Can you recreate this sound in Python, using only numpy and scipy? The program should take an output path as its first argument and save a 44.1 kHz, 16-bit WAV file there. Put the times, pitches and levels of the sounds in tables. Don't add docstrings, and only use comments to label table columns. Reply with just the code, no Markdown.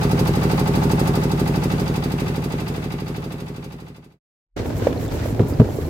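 import sys
import numpy as np
from scipy import signal
from scipy.fft import rfft, irfft, next_fast_len
from scipy.io import wavfile

SR = 44100
rng = np.random.default_rng(int(sys.argv[2]) if len(sys.argv) > 2 else 0)


def to_wav(s):
    ch = np.atleast_2d(s).T
    pcm = np.round(np.clip(ch, -1, 1) * 32767)
    wavfile.write(sys.argv[1], SR, pcm.astype(np.int16))


N = 259749
TIME, HZ = np.arange(N) / SR, np.fft.rfftfreq(next_fast_len(N, True), 1 / SR)
WATER_START_S = 4.562

# start_s, pocket_db, pocket_hz, boom_db, splash_db
WAVE_SLAPS = [(4.658, -16, 690, -42, -27), (4.821, -8, 442, -40, -25), (4.8695, 5.5, 527, -21, -17),
              (4.927, -22, 400, -20, -23.5), (5.258, -8, 544, -45, -33), (5.324, -14, 249, -18, -48),
              (5.3935, -7.5, 680, -12, -21.5), (5.3982, -0.5, 436, -32, -48), (5.4025, -11.5, 328, -2, -48),
              (5.4234, -13, 480, -35, -48), (5.4325, -16, 410, -8, -52), (5.523, -6, 273, -34, -46),
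              (5.5982, 4.5, 251, 4, -15.5), (5.616, -1, 443, -35, -50), (5.655, -24, 700, -28, -39),
              (5.7852, -5.5, 402, -36, -46)]
# freq_hz, correlation
ENGINE_LIKENESS = [(100, 0.74), (280, 0.82), (500, 0.48), (1000, 0.099), (2000, -0.28), (5000, -0.017),
                   (15000, 0.057)]
WATER_LIKENESS = [(100, 0.95), (400, 0.78), (800, 0.13), (1600, 0), (3500, 0), (15000, 0)]


def engine(fade_start_s=.85, fade_end_s=4.19):
    wash = hull_wash()
    fade = np.interp(TIME, [fade_start_s, fade_end_s], [1, 0])
    return (exhaust() + piston() + rod() + clatter() + wash) * fade


def exhaust(side_s=.01207, side_db=-11, bow_s=.0262, bow_db=-12):
    # freq_hz, level_db, t60_s
    modes = [(50.4, -30.5, 0.61), (98.3, -25, 0.48), (114.9, -24.5, 0.49), (136.5, -37.5, 0.92),
             (137.4, -22, 0.4), (166.7, -18, 1), (241.9, -15, 0.12), (325.4, -22.5, 0.14),
             (360.3, -37, 0.6), (397.5, -27.5, 0.43), (481, -31.5, 0.27), (506, -44.5, 0.22)]
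    boom = each_cycle(ring(modes), 0, uneven_db=.6)
    muffler = band(.96, 470, order=7)
    echoes = amp(side_db) * delayed(side_s) + amp(bow_db) * delayed(bow_s)
    return coloured(boom, muffler * (1 + band(300, 559) * echoes)) * amp([[-.2], [0]])


def piston(delay_s=.0465, rise_s=.003, left_lag_s=.00027):
    # freq_hz, level_db, t60_s
    modes = [(60.9, -24.5, 0.31), (149.1, -22, 0.51), (184.37, -23.5, 0.78), (291.6, -27.5, 0.3),
             (413.2, -37.5, 0.7), (535.4, -37.5, 0.49), (636, -46.5, 0.23), (748, -31, .18),
             (812, -28.5, 0.16), (857, -23, 0.076), (874.6, -34, 0.32), (911, -35, .35),
             (1085, -47.5, 0.11), (1289, -34.5, 0.17), (1594, -37, 0.16)]
    knock = each_cycle(ring_up(ring(modes, np.sin), rise_s), delay_s, uneven_db=.7)
    hollow_gain = amp(-8) * (1 - mic_turn()) - amp(-9) * mic_turn()
    knock = knock + coloured(knock, band(720, 1700)) * hollow_gain
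    return np.array([coloured(knock, delayed(left_lag_s)), knock]) * amp([[-.55], [1.5]])


def rod(delay_s=.0505, rise_s=.002):
    # freq_hz, level_db, t60_s
    modes = [(882, -25, .04), (1595, -39, .05)]
    clack = ring_up(ring(modes, np.sin), rise_s)
    return each_cycle(clack, delay_s, uneven_db=2.5) * amp([[0], [-1]])


def clatter():
    # after_firing_s, level_db, rise_s, t60_s, low_hz, high_hz
    rattles = [(.022, -47.5, .002, 0.036, 6970, 16000), (0.0378, -37, 0.002, 0.045, 1200, 13030),
               (.040, -30, 0.006, 0.23, 700, 5010), (0.0537, -32, 0.0087, 0.1, 3000, 16000),
               (.055, -35, .005, .12, 3990, 5670), (.059, -37, .006, 0.28, 700, 4000)]
    # freq_hz, density_db
    casing = [(500, 3), (900, -6), (1300, -5), (1700, -10.5), (2500, -12.5), (3200, -17.5), (5000, -15.5),
              (5900, -18.5), (8100, -17.5), (9100, -21), (11000, -16), (15800, -20)]
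    # freq_hz, width_hz, gain_db
    steel = [(1990, 120, 3.5), (4010, 100, 4.5), (4720, 200, 3), (5650, 250, -2.5), (8100, 230, 4.5)]
    steel_db = sum(db / (1 + (2 * (HZ - hz) / width_hz) ** 2) for hz, width_hz, db in steel)
    colour = amp(curve(casing) + 3.2 * metal_ripple(spacing_hz=60) + steel_db)
    t, out = TIME[:SR // 5], np.zeros((2, N))
    for delay_s, db, rise_s, t60_s, low_hz, high_hz in rattles:
        burst = np.minimum(t / rise_s, 1) * amp(db - 60 * np.maximum(t - rise_s, 0) / t60_s)
        bursts = each_cycle(burst, delay_s, uneven_db=1.56)
        out += bursts * noise(colour * band(low_hz, high_hz, order=3), ENGINE_LIKENESS, grain_db=1.5)
    midrange = mic_turn() * amp(-3) * coloured(out, band(2400, 3220))
    return (out + midrange) * amp([[-.4], [.4]])


def metal_ripple(spacing_hz):
    knots_hz = np.arange(0, SR, spacing_hz)
    return np.interp(HZ, knots_hz, rng.standard_normal(4096)[:len(knots_hz)])


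def each_cycle(response, delay_s, uneven_db, first_firing_s=.0533):
    # time_s, firing_hz
    speed = [(0, 12.44), (.3, 12.45), (.85, 12.5), (1.45, 12.425), (2, 12.44), (2.45, 12.49), (3.3, 12.465),
             (3.7, 12.5)]
    t = np.arange(-SR, N) / SR
    cycles = np.cumsum(np.interp(t, *np.transpose(speed))) / SR
    cycles -= np.interp(first_firing_s + delay_s, t, cycles)
    hits = np.flatnonzero(np.diff(np.floor(cycles)))
    blows = np.zeros(len(t))
    blows[hits] = amp(uneven_db * rng.standard_normal(size=128)[:len(hits)])
    return signal.oaconvolve(blows, response)[SR:SR + N]


def slaps(rise_s=.0015, splash_t60_s=.029, pocket_t60_cycles=9.6):
    # freq_hz, level_db, t60_s
    modes = [(67.5, -20.5, .18), (120.5, -2.5, 0.096), (156.5, -5.5, 0.093), (214, -10.5, 0.13),
             (272, -13.5, 0.091), (415, -13.5, 0.1), (551, -25, 0.11), (647, -22, 0.07), (957, -23, 0.038),
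             (1153, -25, 0.037)]
    t, out = TIME[:SR * 3 // 4], np.zeros((2, N))
    boom = ring(modes, np.sin)
    splash_noise = noise(band(390, 1500, order=2), WATER_LIKENESS)
    for start_s, pocket_db, hz, boom_db, splash_db in WAVE_SLAPS:
        pocket = ring([(hz, pocket_db, pocket_t60_cycles / hz)], np.sin) * amp([[-1.7], [1.5]])
        at = round(start_s * SR)
        splash = splash_noise[:, at - len(t):at] * amp(splash_db - 60 * t / splash_t60_s)
        add(out, start_s, ring_up(pocket - amp(boom_db) * boom + splash, rise_s))
    return out


def water(slosh_db=-28.5, splash_db=-42, easing_db_per_s=-2, crest_slosh_db=6):
    # freq_hz, density_db
    rumble_colour = [(20, -34.5), (35, -5), (50, 3), (105, 7), (160, 1), (250, -17), (500, -48)]
    slosh_colour = [(120, -26.5), (250, 5), (480, 0), (700, -6), (1000, -14.5), (2000, -49)]
    splash_colour = [(450, -17), (900, -3), (1500, 0), (2200, -4), (3200, -8.5), (4600, -9.5),
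                     (7500, -16.5), (9000, -24), (15000, -36)]
    # peak_s, length_s, level_db
    crests = [(4.588, 0.044, -38), (4.84, 0.06, -38), (5.148, 0.064, -41), (5.232, 0.079, -39)]
    crest_power = swell_power(crests)
    flow_db = easing_db_per_s * np.maximum(TIME - WATER_START_S, 0)
    slosh_power = amp(slosh_db + flow_db) ** 2 + amp(crest_slosh_db) ** 2 * crest_power + churn_power()
    splash_power = amp(splash_db + flow_db) ** 2 + crest_power
    rumble = noise(amp(curve(rumble_colour)), WATER_LIKENESS) * amp(-26 + drift(15))
    slosh = noise(amp(curve(slosh_colour)), WATER_LIKENESS, grain_db=3.5)
    slosh *= np.sqrt(slosh_power) * amp(1.57 * drift(40))
    splash = noise(amp(curve(splash_colour)), WATER_LIKENESS, grain_db=3)
    splash *= np.sqrt(splash_power) * amp(drift(45))
    return (rumble + slosh + splash + spray() + bubbles()) * amp([[-.5], [.5]])


def churn_power(re_pocket_db=-27, t60_s=.37):
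    return sum((TIME > start_s) * amp(db + re_pocket_db - 60 * abs(TIME - start_s) / t60_s) ** 2
               for start_s, db, *_ in WAVE_SLAPS)


def bubbles(count=260, low_hz=600, high_hz=7000, level_db=-42, t60_cycles=64):
    # start_s, level_db, pitch_hz
    drops = [(4.909, -34, 3560), (4.977, -29.5, 4150), (5.081, -28, 7400), (5.088, -31, 3440),
             (5.123, -30, 5050), (5.228, -28, 1900), (5.317, -32, 8500), (5.537, -30, 4800),
             (5.852, -35, 4300)]
    t, out = TIME[:SR // 20], np.zeros((2, N))
    when, smallness, strength = rng.random((count, 3)).T
    crowd = np.transpose([WATER_START_S + when * (TIME[-1] - WATER_START_S),
                          level_db + 12 * strength ** 2 - 7 * smallness,
                          low_hz * (high_hz / low_hz) ** smallness])
    left_shares = rng.uniform(.11, 1, count + len(drops))
    for (start_s, db, hz), left in zip(np.vstack([drops, crowd]), left_shares):
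        ping = np.sin(2 * np.pi * hz * t * (1 + 2.5 * t)) * amp(db - 60 * t * hz / t60_cycles)
        add(out, start_s, np.sqrt([[left], [1 - left]]) * ring_up(ping, 1 / hz))
    return out


def spray(steady_db=-55):
    # freq_hz, density_db
    colour = [(3000, -9), (5000, -4), (7500, 2), (9300, -7), (12000, 1), (15500, -0.5)]
    # peak_s, length_s, level_db
    showers = [(4.675, 0.028, -46.5), (4.782, 0.027, -43), (4.85, .07, -50), (5.03, .045, -43.5),
               (5.15, 0.043, -44), (5.27, .08, -46), (5.498, 0.03, -42), (5.77, .13, -47.5),
               (5.87, .06, -52)]
    edges_hz = np.geomspace(4000, 17000, 5)
    hiss = noise(amp(curve(colour)), WATER_LIKENESS, grain_db=2)
    flicker = sum(coloured(hiss, band(low_hz, high_hz, order=8)) * amp(2 * drift(30))
                  for low_hz, high_hz in zip(edges_hz, edges_hz[1:]))
    ticks = noise(band(11000, 16000), WATER_LIKENESS, grain_db=5.5)
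    envelope = np.sqrt(amp(steady_db) ** 2 + swell_power(showers))
    return unit_rms(unit_rms(flicker) + amp(-3) * ticks) * envelope


def hull_wash(level_db=-27):
    # freq_hz, density_db
    colour = [(38, -16), (50, -13), (75, 1.5), (150, -2), (230, 0), (380, -0.5), (600, -6), (1100, -11),
              (2500, -20), (6000, -29.5), (15000, -36)]
    return noise(amp(curve(colour)), ENGINE_LIKENESS) * amp(level_db + drift(9))


def mic_turn():
    return np.interp(TIME, [1, 3], [0, 1])


def swell_power(events):
    return sum(amp(db - 12 * ((TIME - peak_s) / length_s) ** 2) ** 2 for peak_s, length_s, db in events)


def ring(modes, wave=np.cos):
    t = TIME[:SR * 3 // 4]
    return sum(amp(db - 60 * t / t60_s) * wave(2 * np.pi * hz * t) for hz, db, t60_s in modes)


def ring_up(sound, rise_s):
    return sound * (1 - np.exp(-TIME[:sound.shape[-1]] / rise_s))


def noise(gain, likeness, grain_db=0):
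    white = rng.standard_normal((2, N)) * amp(grain_db * np.minimum(rng.exponential(1, N), 7))
    correlation = np.clip(curve(likeness), -1, 1)
    mid, side = coloured(white, gain * np.sqrt([1 + correlation, 1 - correlation]))
    return unit_rms(np.array([mid + side, mid - side]))


def drift(top_hz):
    hz = np.geomspace(top_hz / 8, top_hz, 16)[:, None]
    coarse_s = TIME[::64]
    wander = np.sin(2 * np.pi * (hz * coarse_s + rng.random((16, 1)))).sum(0)
    return unit_rms(np.interp(TIME, coarse_s, wander))


def coloured(x, gain):
    size = next_fast_len(N, True)
    return irfft(rfft(x, size) * gain, size)[..., :N]


def band(low_hz, high_hz, order=4):
    return ((1 + (low_hz / (HZ + 1)) ** (2 * order)) * (1 + (HZ / high_hz) ** (2 * order))) ** -.5


def delayed(delay_s):
    return np.exp(-2j * np.pi * HZ * delay_s)


def curve(points):
    hz, value = np.transpose(points)
    return np.interp(np.log(HZ + 1), np.log(hz + 1), value)


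def amp(db):
    return 10 ** (np.asarray(db) / 20)


def unit_rms(x):
    return x / np.sqrt(np.mean(x ** 2) + 1e-20)


def add(mix, start_s, sound):
    part = mix[..., round(start_s * SR):][..., :sound.shape[-1]]
    part += sound[..., :part.shape[-1]]


def scene():
    water_gate = np.clip((TIME - WATER_START_S) / .0047, 0, 1)
    return engine() + (water() + slaps()) * water_gate


def record(dry, low_cut_hz=42, high_cut_hz=16000):
    # freq_hz, left_over_right_db
    mismatch = [(150, 0.7), (300, 0), (520, -1.5), (1000, -0.7), (2100, 1.6), (4000, 0.3), (8000, 0.5),
                (12500, -1.5)]
    ports = amp(curve(mismatch) * np.array([[.5], [-.5]]))
    clipped = np.clip(coloured(dry, ports * band(low_cut_hz, SR, order=8)), -1, 1)
    low_pass = signal.firwin(511, high_cut_hz, window=("kaiser", 9), fs=SR)
    return signal.oaconvolve(clipped, low_pass[None], "same")


dry = scene()
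out = record(dry)
to_wav(out)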